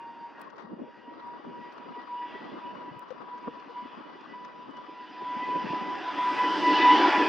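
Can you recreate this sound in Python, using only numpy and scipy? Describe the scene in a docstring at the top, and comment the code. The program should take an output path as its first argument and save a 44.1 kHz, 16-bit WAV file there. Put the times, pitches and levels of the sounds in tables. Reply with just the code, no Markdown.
"""A twin turbofan airliner rolls along a runway towards a hand-held camera.
Far off at first: the fan's blade tone and overtones fade in and out through warm, turbulent air
over a faint, broad roar. Wind buffets both microphone ports throughout. Until 5 s a hand rubs
and clicks the body near the left port. Then roar and combustor rumble swell, the second engine
comes out from behind the fuselage, and the sound peaks near 7 s."""
import sys
import numpy as np
from scipy import signal
from scipy.fft import rfft, irfft, next_fast_len
from scipy.io import wavfile
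from scipy.ndimage import uniform_filter1d

SR = 44100
rng = np.random.default_rng(int(sys.argv[2]) if len(sys.argv) > 2 else 0)


def pcm_store(signal):
    """Save signal as 16-bit PCM."""
    levels = np.round(np.clip(np.atleast_2d(signal), -1, 1) * 32767)
    wavfile.write(sys.argv[1], SR, levels.astype(np.int16).T)


N = 321048

# hand rubbing (time [s], level [dB])
RUB_LEVEL = [(0, -78), (.32, -72), (.4, -48), (.5, -56), (.62, -47.5), (.74, -57.5), (.96, -70),
             (1.06, -58.5), (1.2, -47.5), (1.56, -55), (2.0, -49.5), (2.22, -55), (2.45, -51), (3.0, -50.5),
             (3.5, -51.5), (3.95, -52), (4.1, -47.5), (4.2, -54), (4.32, -53), (4.85, -51), (5.1, -85),
             (7.28, -79)]
# rubbing spectrum (frequency [Hz], density [dB])
RUB_COLOUR = [(400, -0.5), (700, 1), (1100, 9), (1700, -4.5), (2300, -14.5), (4000, -20.5), (6000, -28),
              (7500, -57)]
# body creaks (time [s], level [dB], left minus right [dB])
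TICKS = [(0.4697, -56, 9.0), (0.4784, -63, 7.0), (0.498, -48, 16), (0.557, -52, 16), (0.5635, -51, 16),
         (0.58, -48, 21), (0.5934, -52, 21), (0.6024, -51, 13), (0.62, -48, 13), (0.6458, -67, 4.5),
         (1.224, -58, 0.0), (1.72, -47, 19), (1.7778, -47, 22), (1.9134, -60, 5), (2.0153, -48, 11),
         (2.4817, -59, 3.0), (3.0793, -56, 12), (3.0844, -49, 5), (3.104, -43.5, 13), (3.2803, -70, -3),
         (3.378, -45, 7), (3.426, -50, 7), (3.4819, -72, 14), (3.545, -54, 4), (3.597, -46, 18),
         (3.702, -54, 8), (4.207, -45, 10), (4.4466, -40.5, 12.5), (4.767, -44, 12)]
# snaps (time [s], level [dB])
SNAPS = [(0.398, -60), (0.4154, -45.5), (0.418, -48), (1.2717, -65), (1.734, -64), (2.994, -45.5),
         (3.5073, -78), (4.4478, -73), (6.945, -60)]
# bounces of one knock (time [s], level [dB], left minus right [dB])
KNOCKS = [(3.473, -31.5, 10), (3.478, -24, -5), (3.4823, -32.5, 17)]
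# shell modes (frequency [Hz], gain [dB], t60 [s])
SHELL_MODES = [(172, -4, 0.066), (290, 17, 0.039), (471, 14.5, 0.053), (1050, 16, 0.021),
               (1420, -22, 0.017)]
# finger slips (time [s], level [dB], pitch [Hz], length [s], tapered share [0-1])
SLIPS = [(0.458, -47, 1080, 0.035, 0.8), (3.106, -38, 513, 0.02, 0.02), (3.69, -48.5, 474, 0.027, 0.5),
         (4.256, -45, 1153, 0.0086, 0.5), (4.688, -46.5, 282, 0.024, 0.01)]

# wind at the ports (time [s], level [dB])
WIND_LEVEL = [(0, -56), (.12, -53.5), (.56, -54.5), (.66, -46), (.77, -42.5), (.87, -46), (.92, -57),
              (1.03, -55.5), (1.1, -48), (1.25, -52.5), (1.34, -52), (1.49, -47.5), (1.6, -48), (2.0, -49),
              (2.25, -51), (2.52, -46.5), (2.66, -51), (2.88, -47.5), (3.04, -52.5), (3.7, -52.5),
              (4.0, -51.5), (4.2, -52.5), (5.2, -53), (5.6, -39.5), (6.1, -46.5), (6.76, -41),
              (7.28, -47.5)]
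# wind spectrum (frequency [Hz], density [dB])
WIND_COLOUR = [(25, -21.5), (60, -15.5), (95, -27.5), (135, -15), (240, -4), (380, -6), (600, -10),
               (1000, -27)]
# strong eddies (time [s], level [dB], pitch [Hz], left minus right [dB], length [s])
BUFFETS = [(0.636, -45, 191, 3, 0.026), (0.713, -37, 290, -4, 0.018), (0.726, -34, 225, 2, 0.023),
           (0.787, -37, 334, -3, 0.022), (0.805, -35, 259, -1, 0.03), (0.878, -48, 450, -4, 0.019),
           (0.757, -46, 227, -1, 0.029), (0.848, -48, 220, 0, 0.023), (1.071, -41, 265, -1, 0.027),
           (1.106, -43.5, 320, -1, 0.034), (1.391, -43.5, 325, 3, 0.017), (1.46, -38, 242, 0, 0.04),
           (1.895, -43, 250, 3, 0.026), (1.962, -43, 380, 9, 0.028), (2.347, -40, 400, 1, 0.021),
           (2.405, -41.5, 323, -6, 0.019), (2.485, -44, 260, 0, 0.024), (2.519, -37, 277, 0, 0.035),
           (2.561, -39, 300, -2, 0.033), (2.664, -42, 315, -3, 0.024), (2.742, -44, 258, -1, 0.025),
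           (2.905, -44, 173, 0, 0.031), (2.872, -39.5, 299.5, 2, 0.03), (2.95, -53, 140, 18, 0.031),
           (3.817, -49, 228, 20, 0.026), (3.846, -37, 277, 0.5, 0.021), (3.562, -46, 283, 1, 0.025),
           (3.966, -41.5, 234, -1, 0.031), (3.998, -42, 296, -3, 0.02), (4.149, -46, 380, 0, 0.017),
           (4.636, -47, 280, 2, 0.035), (4.051, -47, 284, -7, 0.025), (4.88, -40.5, 310, -1, 0.022),
           (5.209, -40.5, 372, -3, 0.02), (5.36, -33.5, 237, 0, 0.024), (5.419, -37, 277, 3, 0.021),
           (5.483, -36, 348, 1.5, 0.024), (5.635, -32.5, 202, 0.5, 0.03), (5.694, -36, 170, 1, 0.025),
           (5.728, -29.5, 310, -2, 0.019), (5.804, -36.5, 221, 1, 0.031), (5.878, -35, 290, 0, 0.019)]

# combustor rumble (time [s], level [dB])
RUMBLE_LEVEL = [(0, -60.5), (0.6, -67), (1.3, -71), (2.3, -54.5), (3.1, -68), (4.3, -59.5), (4.8, -64.5),
                (5.2, -51.5), (5.29, -52), (5.36, -47.5), (5.41, -53), (5.5, -44.5), (5.64, -46),
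                (5.68, -53), (5.74, -45), (5.81, -47), (5.89, -42), (5.97, -52.5), (6.01, -46),
                (6.12, -48.5), (6.18, -34), (6.2, -49), (6.24, -47.5), (6.33, -39.5), (6.39, -42.5),
                (6.44, -34.5), (6.52, -36), (6.58, -31.5), (6.64, -31), (6.69, -27), (6.71, -22.5),
                (6.76, -32), (6.81, -25.5), (6.88, -29.5), (6.94, -24.5), (7.02, -26.5), (7.07, -26),
                (7.09, -26.5), (7.14, -39.5), (7.18, -27.5), (7.27, -31)]
# combustor resonances (frequency [Hz], width [Hz], gain [dB])
COMBUSTOR_MODES = [(297.5, 59.6, 3), (379, 86, -3.5), (238, 120, -13.5), (459.7, 100, -8), (547.3, 67, -15),
                   (596.4, 16, -5)]
# roar envelope (time [s], gain [dB])
ROAR_GAIN = [(0, -72), (.42, -69.5), (.6, -84.5), (.98, -71.5), (1.26, -75.5), (1.65, -68), (2.1, -69.5),
             (2.3, -63), (2.8, -67), (3.1, -73), (3.7, -65.5), (4.32, -67.5), (4.7, -68.5), (5.04, -62.5),
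             (5.22, -60.5), (5.4, -55), (5.75, -52.5), (6.16, -51), (6.44, -45), (6.58, -42.5), (6.82, -37),
             (7.0, -36.5), (7.13, -36.5), (7.28, -41)]
# roar spectrum (frequency [Hz], density [dB])
ROAR_COLOUR = [(420, -28.5), (560, -5.5), (900, 4.5), (1250, -3.5), (1600, -2), (1850, -2.5), (2200, -7),
               (2500, -2.5), (3550, -6), (3780, -14.5), (4050, -16), (4800, -14), (5500, -20.5),
               (6500, -31.5), (13500, -66)]
# roar below 3.2 kHz; far = dull (time [s], gain [dB])
MIDDLE_GAIN = [(0, 10.5), (1.4, 6.5), (2.0, 5.5), (3.2, 4.5), (3.8, 1.5), (6.2, 4.5), (6.7, -1),
               (7.28, 4.5)]
# roar above 4.6 kHz (time [s], gain [dB])
TREBLE_GAIN = [(0, 4.5), (2.5, -1.5), (5, 0.5), (6, 1), (6.3, 4), (6.8, 1), (7.28, 1)]
# roar above 7 kHz, added to the treble gain (time [s], gain [dB])
TOP_GAIN = [(0, -5.5), (5, -8), (6.05, -5.5), (6.22, 8.5), (6.67, 4.5), (6.76, -8), (7.03, -6), (7.28, 6)]
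# left-right likeness of the roar (frequency [Hz], coherence [0-1])
COHERENCE = [(300, 1), (1000, 0.97), (3500, 0.94), (6500, 0.75), (9000, .2)]

# near fan, spooling up and settling (time [s], blade-passing rate [Hz])
BLADE_RATE = [(0, 933.5), (.46, 945), (.92, 954.5), (1.38, 963), (1.95, 971), (2.4, 975), (2.8, 978),
              (3.5, 981), (4.5, 986), (5.56, 992), (6.4, 991.5), (7.28, 986)]
# harmonics 1-3; each drops out when its air paths cancel (time [s], level [dB])
BLADE_LEVEL = [(0.0, -43.5), (0.11, -43), (0.15, -52.5), (0.25, -38.5), (0.35, -61), (0.37, -50.5),
               (0.41, -49.5), (0.44, -67), (0.56, -64), (0.74, -52.5), (0.77, -68), (0.83, -67),
               (0.85, -53), (0.89, -53.5), (0.96, -55), (0.99, -68), (1.1, -44.5), (1.19, -66),
               (1.23, -48.5), (1.28, -41.5), (1.37, -46.5), (1.4, -77), (1.43, -63), (1.46, -52),
               (1.48, -50.5), (1.55, -44), (1.71, -48.5), (1.75, -59), (1.81, -48), (1.9, -55.5),
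               (1.96, -43), (2.06, -50.5), (2.1, -38.5), (2.24, -36), (2.32, -52), (2.36, -45.5),
               (2.45, -60), (2.49, -47.5), (2.53, -59), (2.56, -45.5), (2.6, -65), (2.62, -43.5),
               (2.68, -37.5), (2.77, -56), (2.81, -44), (2.89, -45.5), (2.92, -55), (3.03, -45), (3.1, -63),
               (3.14, -69), (3.16, -51), (3.29, -49), (3.33, -39.5), (3.41, -48.5), (3.46, -42),
               (3.51, -52), (3.61, -45.5), (3.66, -67), (3.71, -44.5), (3.73, -56), (3.76, -38),
               (3.79, -35), (3.9, -53), (3.94, -47), (3.97, -72), (4.05, -49), (4.08, -70), (4.1, -49),
               (4.13, -65.0), (4.15, -65), (4.19, -52), (4.23, -65.0), (4.25, -66), (4.29, -81),
               (4.31, -85), (4.34, -42), (4.37, -42), (4.46, -44), (4.53, -54.5), (4.56, -49), (4.63, -47),
               (4.66, -48), (4.69, -76), (4.71, -60), (4.79, -40), (4.85, -64), (4.89, -42.5),
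               (4.95, -49.5), (5.01, -41), (5.05, -46), (5.07, -54), (5.28, -33), (5.46, -35), (5.54, -27),
               (5.63, -35.5), (5.66, -48.5), (5.69, -36), (5.74, -30), (5.8, -35), (5.92, -32), (5.98, -41),
               (6.0, -57.5), (6.09, -30), (6.13, -49.5), (6.19, -28.5), (6.3, -26.5), (6.36, -34),
               (6.42, -24.5), (6.49, -26), (6.57, -30.5), (6.6, -40), (6.64, -22), (6.81, -25), (6.87, -14),
               (6.94, -16), (6.98, -25.5), (7.05, -18), (7.1, -32), (7.17, -22.5), (7.27, -31)]
SECOND_LEVEL = [(0.0, -75), (0.12, -63), (0.2, -70), (0.46, -61.5), (0.54, -72), (0.63, -62.5), (0.79, -70),
                (1.24, -62), (1.29, -79), (1.34, -63), (1.43, -64), (1.47, -70), (1.65, -53), (1.72, -67),
                (1.94, -73), (2.0, -55), (2.13, -71), (2.22, -53), (2.28, -60.5), (2.36, -46), (2.57, -70),
                (2.62, -65.5), (2.91, -63.5), (3.01, -80), (3.13, -69), (3.27, -81), (3.31, -68),
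                (3.43, -64), (3.48, -83), (3.58, -66), (3.76, -76), (3.83, -60.5), (3.95, -68.5),
                (4.12, -69), (4.16, -63), (4.21, -76), (4.33, -56), (4.56, -65.5), (4.6, -74), (4.66, -82),
                (4.76, -61), (4.84, -71.0), (4.9, -57.5), (5.03, -65), (5.08, -71), (5.16, -56),
                (5.25, -67), (5.31, -50.5), (5.38, -56), (5.45, -47), (5.66, -50.5), (5.75, -60),
                (5.87, -47.5), (6.01, -58), (6.19, -52), (6.23, -64), (6.28, -49), (6.44, -37.5),
                (6.52, -45.5), (6.68, -34), (6.74, -43), (6.82, -28), (6.96, -37.5), (7.27, -42.5)]
THIRD_LEVEL = [(0.0, -65.5), (0.17, -67), (0.24, -80), (0.38, -69), (0.45, -80), (0.7, -81), (0.87, -74),
               (1.05, -72.5), (1.22, -76.5), (1.32, -70), (1.41, -75), (1.62, -73), (1.96, -66.5),
               (2.06, -76), (2.23, -57), (2.43, -71.0), (2.67, -64.5), (2.95, -68), (3.04, -74),
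               (3.16, -68), (3.24, -88), (3.44, -68.5), (3.71, -75), (3.81, -68), (4.3, -71.5), (4.41, -67),
               (4.5, -72.5), (4.81, -69), (4.92, -76.5), (5.07, -63), (5.19, -74), (5.55, -57.5),
               (6.08, -64), (6.85, -35), (7.16, -43.5), (7.27, -61)]
# base of all high tones (time [s], level [dB])
WHINE_LEVEL = [(0.0, -81), (0.22, -76), (0.53, -86), (0.65, -79), (0.77, -90), (0.9, -78.5), (1.08, -88),
               (1.31, -77), (1.45, -83.5), (1.66, -78), (1.8, -81.0), (1.95, -76), (2.22, -77), (2.3, -72),
               (2.37, -74.5), (2.45, -78), (2.75, -79.5), (3.01, -81), (3.95, -79), (4.58, -77),
               (4.71, -82), (5.13, -72.5), (5.28, -76), (5.66, -64), (5.92, -71), (7.03, -52), (7.27, -59)]
# high tones; fractional ones from rotor-stator interplay (order [x blade rate])
WHINE_ORDERS = [3.72, 4, 4.722, 5, 5.732, 6]
# one per order (level over whine [dB])
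WHINE_GAINS = [-11, -8, -10, 1, -14, -20.5]
# fractional orders grow as the intakes near (time [s], gain [dB])
FRACTIONAL_GAIN = [(0, -1), (5.5, 4.5), (6.5, 4.5), (7.28, 6.5)]
# far fan (time [s], blade-passing rate [Hz], level over whine [dB])
FAR_FAN = [(0, 930, -25), (5, 983, -16), (6, 986, -5), (6.6, 986, 0), (7.28, 985, 0)]
# its harmonics (order [x blade rate], gain [dB])
FAR_ORDERS = [(4, 0), (5, 0), (6, -10)]

STROKE_DB, STROKE_RATE_HZ = .7, 10
GUST_DB, GUST_RATE_HZ = 1.5, 10
THROB_DB, THROB_RATE_HZ = 1.5, 20
FLUTTER_DB, FLUTTER_RATE_HZ = .9, 40
OVERTONE_FADE, WHINE_FADE, FADE_HZ_PER_ORDER = .3, .12, 25
LOW_CUT_HZ, HIGH_CUT_HZ, HISS_DB = 90, 15800, -104
LEFT_RIGHT = np.array([[1], [-1]])


def undb(db):
    return 10 ** (np.asarray(db) / 20)


def unit_rms(x):
    return x / np.sqrt(np.mean(x ** 2))


def curve(table, column=1):
    """One column, linear in time, per sample."""
    points = np.transpose(table)
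    return np.interp(np.arange(N) / SR, points[0], points[column])


def at_hz(table, hz):
    """Table value, linear in log frequency."""
    points_hz, values = np.transpose(table)
    return np.interp(np.log(hz), np.log(points_hz), values)


def shelf(hz, corner_hz):
    """0 to 1 over the half octave above the corner."""
    return np.clip(2 * np.log2(hz / corner_hz), 0, 1)


def walk(rate_hz):
    """Random steps at rate_hz, smoothed twice; RMS 1."""
    step = 32
    hold = int(SR / rate_hz / step)
    coarse = np.repeat(rng.standard_normal(N // step // hold + 2), hold)
    coarse = unit_rms(uniform_filter1d(uniform_filter1d(coarse, hold), hold))
    return np.interp(np.arange(N) / step, np.arange(len(coarse)), coarse)


def complex_walk(rate_hz):
    return walk(rate_hz) + 1j * walk(rate_hz)


def stereo(mid, side, coherence):
    """Left and right of given coherence."""
    return np.sqrt((1 + coherence) / 2) * mid + np.sqrt((1 - coherence) / 2) * side * LEFT_RIGHT


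def add(out, start_s, shape, pan_db):
    """Mix in a short sound; pan_db is left minus right."""
    i = int(start_s * SR)
    out[:, i:i + shape.shape[-1]] += shape[..., :N - i] * undb(LEFT_RIGHT * pan_db / 2)


def bands(x, colour, per_octave):
    """Colour x, then yield overlapping bands as (centre [Hz], signal)."""
    size = next_fast_len(N)
    hz = np.maximum(np.arange(size // 2 + 1) * SR / size, 1)
    spectrum = rfft(x, size) * undb(at_hz(colour, hz))
    place = per_octave * np.log2(hz)
    first, last = (int(per_octave * np.log2(colour[i][0])) for i in (0, -1))
    for k in range(first, last + 1):
        share = np.cos(np.pi / 2 * np.clip(place - k, -1, 1)) ** 2
        yield 2 ** (k / per_octave), irfft(spectrum * share, size)[..., :N]


def resonance(x, hz, width_hz):
    """Band-pass, applied twice."""
    b, a = signal.iirpeak(hz, hz / width_hz, SR)
    return signal.lfilter(b, a, signal.lfilter(b, a, x))


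def lumpy_noise(colour, lump_db, rate_hz):
    """Independent noise per port: octave bands flicker, the sum comes in lumps."""
    octaves = bands(rng.standard_normal((2, N)), colour, per_octave=1)
    ports = sum(undb(1.1 * walk(18)) * band for _, band in octaves)
    return np.array([unit_rms(port * undb(lump_db * walk(rate_hz))) for port in ports])


def rubbing():
    """Grainy friction under wandering hand pressure, mostly left."""
    level_db = curve(RUB_LEVEL) + STROKE_DB * walk(STROKE_RATE_HZ) + 3 * LEFT_RIGHT
    return undb(level_db) * lumpy_noise(RUB_COLOUR, lump_db=2.8, rate_hz=120)


def ticks():
    """The camera body creaks in dull ticks."""
    out = np.zeros((2, N))
    t = np.arange(1024) / SR
    dull = signal.butter(6, [800, 6000], "band", fs=SR, output="sos")
    for start_s, db, pan_db in TICKS:
        grit = signal.lfilter([1], [1, -.88], rng.standard_normal(len(t)) ** 3)
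        crack = grit * t * np.exp(-t / .0028)
        tick = signal.sosfilt(dull, crack + undb(7.5) * resonance(crack, 1400, 700))
        add(out, start_s, undb(db) * tick / abs(crack).max(), pan_db)
    return out


def snaps():
    """Sharp cracks with a brief, faint noise decay, at the left port."""
    out = np.zeros((2, N))
    t = np.arange(1024) / SR
    for start_s, db in SNAPS:
        snap = rng.standard_normal(len(t)) * (np.exp(-t / .00055) + undb(-23) * np.exp(-t / .004))
        body = undb(4.5) * resonance(snap, 1800, 2000)
        add(out, start_s, undb(db) * (snap + body) / abs(snap).max(), pan_db=20)
    return out


def knock():
    """A soft fingertip bounces on the shell and rings its modes."""
    out = np.zeros((2, N))
    t = np.arange(4096) / SR
    ring = sum(undb(db - 60 * t / t60_s) * np.sin(2 * np.pi * hz * t) for hz, db, t60_s in SHELL_MODES)
    ring *= 1 - np.exp(-(t / .00043) ** 2)
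    for start_s, db, pan_db in KNOCKS:
        add(out, start_s, -undb(db) * ring / abs(ring).max(), pan_db)
    return out


def slips():
    """A finger slips; the shell hums at the left port."""
    out = np.zeros((2, N))
    for start_s, db, hz, length_s, taper in SLIPS:
        t = np.arange(int(length_s * SR)) / SR
        hum = signal.windows.tukey(len(t), taper) * np.sin(2 * np.pi * hz * t)
        add(out, start_s, undb(db) * hum, pan_db=16)
    return out


def wind():
    """Eddies thump each port separately."""
    level_db = curve(WIND_LEVEL) + GUST_DB * walk(GUST_RATE_HZ)
    return undb(level_db) * lumpy_noise(WIND_COLOUR, lump_db=3.6, rate_hz=45)


def buffets(roughness=.8):
    """The strongest eddies: bursts of a few rough, gliding cycles."""
    out = np.zeros((2, N))
    for start_s, db, hz, pan_db, length_s in BUFFETS:
        eddy = rng.standard_normal((2, 4096))
        count = int(length_s * SR)
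        window = signal.windows.tukey(count, .8)
        burst = resonance(resonance(eddy, 1.3 * hz, 2 * hz), 1.3 * hz, 3 * hz)[:, -count:] * window
        burst /= abs(burst).max(axis=1, keepdims=True)
        glide_hz = hz * (1 + .5 * eddy[1, 2] * np.linspace(-.5, .5, count))
        start_rad = 2 * eddy[0, 0] + eddy[:, 1:2]
        cycles = np.sin(2 * np.pi * np.cumsum(glide_hz) / SR + start_rad) * window
        add(out, start_s, undb(db) * (cycles + roughness * burst), pan_db)
    return out


def rumble(noise):
    """Noise drives the combustor resonances; the level throbs."""
    modes = sum(undb(db) * resonance(resonance(noise, hz, width_hz), hz, 2 * width_hz)
                for hz, width_hz, db in COMBUSTOR_MODES)
    low = stereo(*modes, COHERENCE[0][1])
    running_rms = np.sqrt(uniform_filter1d(low[0] ** 2, SR // 12))
    return undb(curve(RUMBLE_LEVEL) + THROB_DB * walk(THROB_RATE_HZ)) * low / running_rms


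def roar(noise):
    """Exhaust and fan rush; narrow bands fade separately on their way through the air."""
    middle_db, treble_db, top_db = curve(MIDDLE_GAIN), curve(TREBLE_GAIN), curve(TOP_GAIN)
    swell_db = .4 * walk(9)
    out = 0
    for hz, band in bands(noise, ROAR_COLOUR, per_octave=7):
        middle_share = np.clip(np.log2(3200 / hz), 0, 1)
        tilt_db = middle_share * middle_db + shelf(hz, 4600) * treble_db + shelf(hz, 7000) * top_db
        fade_db = (2.6 - shelf(hz, 3500)) * walk(18)
        out += undb(tilt_db + swell_db + fade_db) * stereo(*band, at_hz(COHERENCE, hz))
    return undb(curve(ROAR_GAIN) + 19.5) * out


def far_fan():
    """Whine of the slightly slower engine, hidden by the fuselage at first."""
    blade_rad = 2 * np.pi * np.cumsum(curve(FAR_FAN)) / SR
    level_db = curve(WHINE_LEVEL) + curve(FAR_FAN, column=2)
    return sum(undb(level_db + db + 2.5 * walk(20)) * np.sin(order * (blade_rad + .3 * walk(20)))
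               for order, db in FAR_ORDERS)


def turbulent_tone(order, blade_rad):
    """One fan tone: turbulence shakes its phase, eddies scatter it, shifting paths fade overtones."""
    shake_rad = min(order, 3.5) * (.55 * walk(11) + .17 * walk(45))
    scatter_depth = .12 * order ** 1.7 if order < 2.5 else .55 if order < 3.5 else .22
    scatter = scatter_depth * complex_walk(70)
    fade = OVERTONE_FADE if order in (2, 3) else WHINE_FADE
    shifting = fade * complex_walk(order * FADE_HZ_PER_ORDER)
    paths = 1 if order == 1 else 1 - fade / 2 + shifting
    spread_rad = .062 * walk(24) * LEFT_RIGHT
    carrier = np.exp(1j * (order * blade_rad + shake_rad + spread_rad))
    return np.sqrt(2) * np.imag(paths * (1 + scatter) * carrier)


def near_fan():
    """Blade-passing tone, harmonics and high whine, each with its own flutter."""
    blade_rad = 2 * np.pi * np.cumsum(curve(BLADE_RATE)) / SR
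    tones = [(1, curve(BLADE_LEVEL) + FLUTTER_DB * walk(FLUTTER_RATE_HZ)),
             (2, curve(SECOND_LEVEL) + .72 * walk(30)),
             (3, curve(THIRD_LEVEL) + 1.2 * walk(30))]
    for order, db in zip(WHINE_ORDERS, WHINE_GAINS):
        fractional_db = curve(FRACTIONAL_GAIN) if order % 1 else 0
        tones.append((order, curve(WHINE_LEVEL) + db + fractional_db + 2.3 * walk(45)))
    return sum(undb(level_db) * turbulent_tone(order, blade_rad) for order, level_db in tones)


def scene():
    fans = near_fan() + far_fan()
    jet_noise = rng.standard_normal((2, N))
    airliner = fans + roar(jet_noise) + rumble(jet_noise)
    air = wind() + buffets()
    hand = rubbing() + ticks() + snaps() + knock() + slips()
    return airliner + air + hand


def record(dry):
    """Microphone: low cut, faint hiss, steep high cut."""
    thin = signal.sosfilt(signal.butter(3, LOW_CUT_HZ, "high", fs=SR, output="sos"), dry)
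    noisy = thin + undb(HISS_DB) * rng.standard_normal(dry.shape)
    return signal.sosfilt(signal.ellip(8, .2, 70, HIGH_CUT_HZ, fs=SR, output="sos"), noisy)


dry = scene()
out = record(dry)
pcm_store(out)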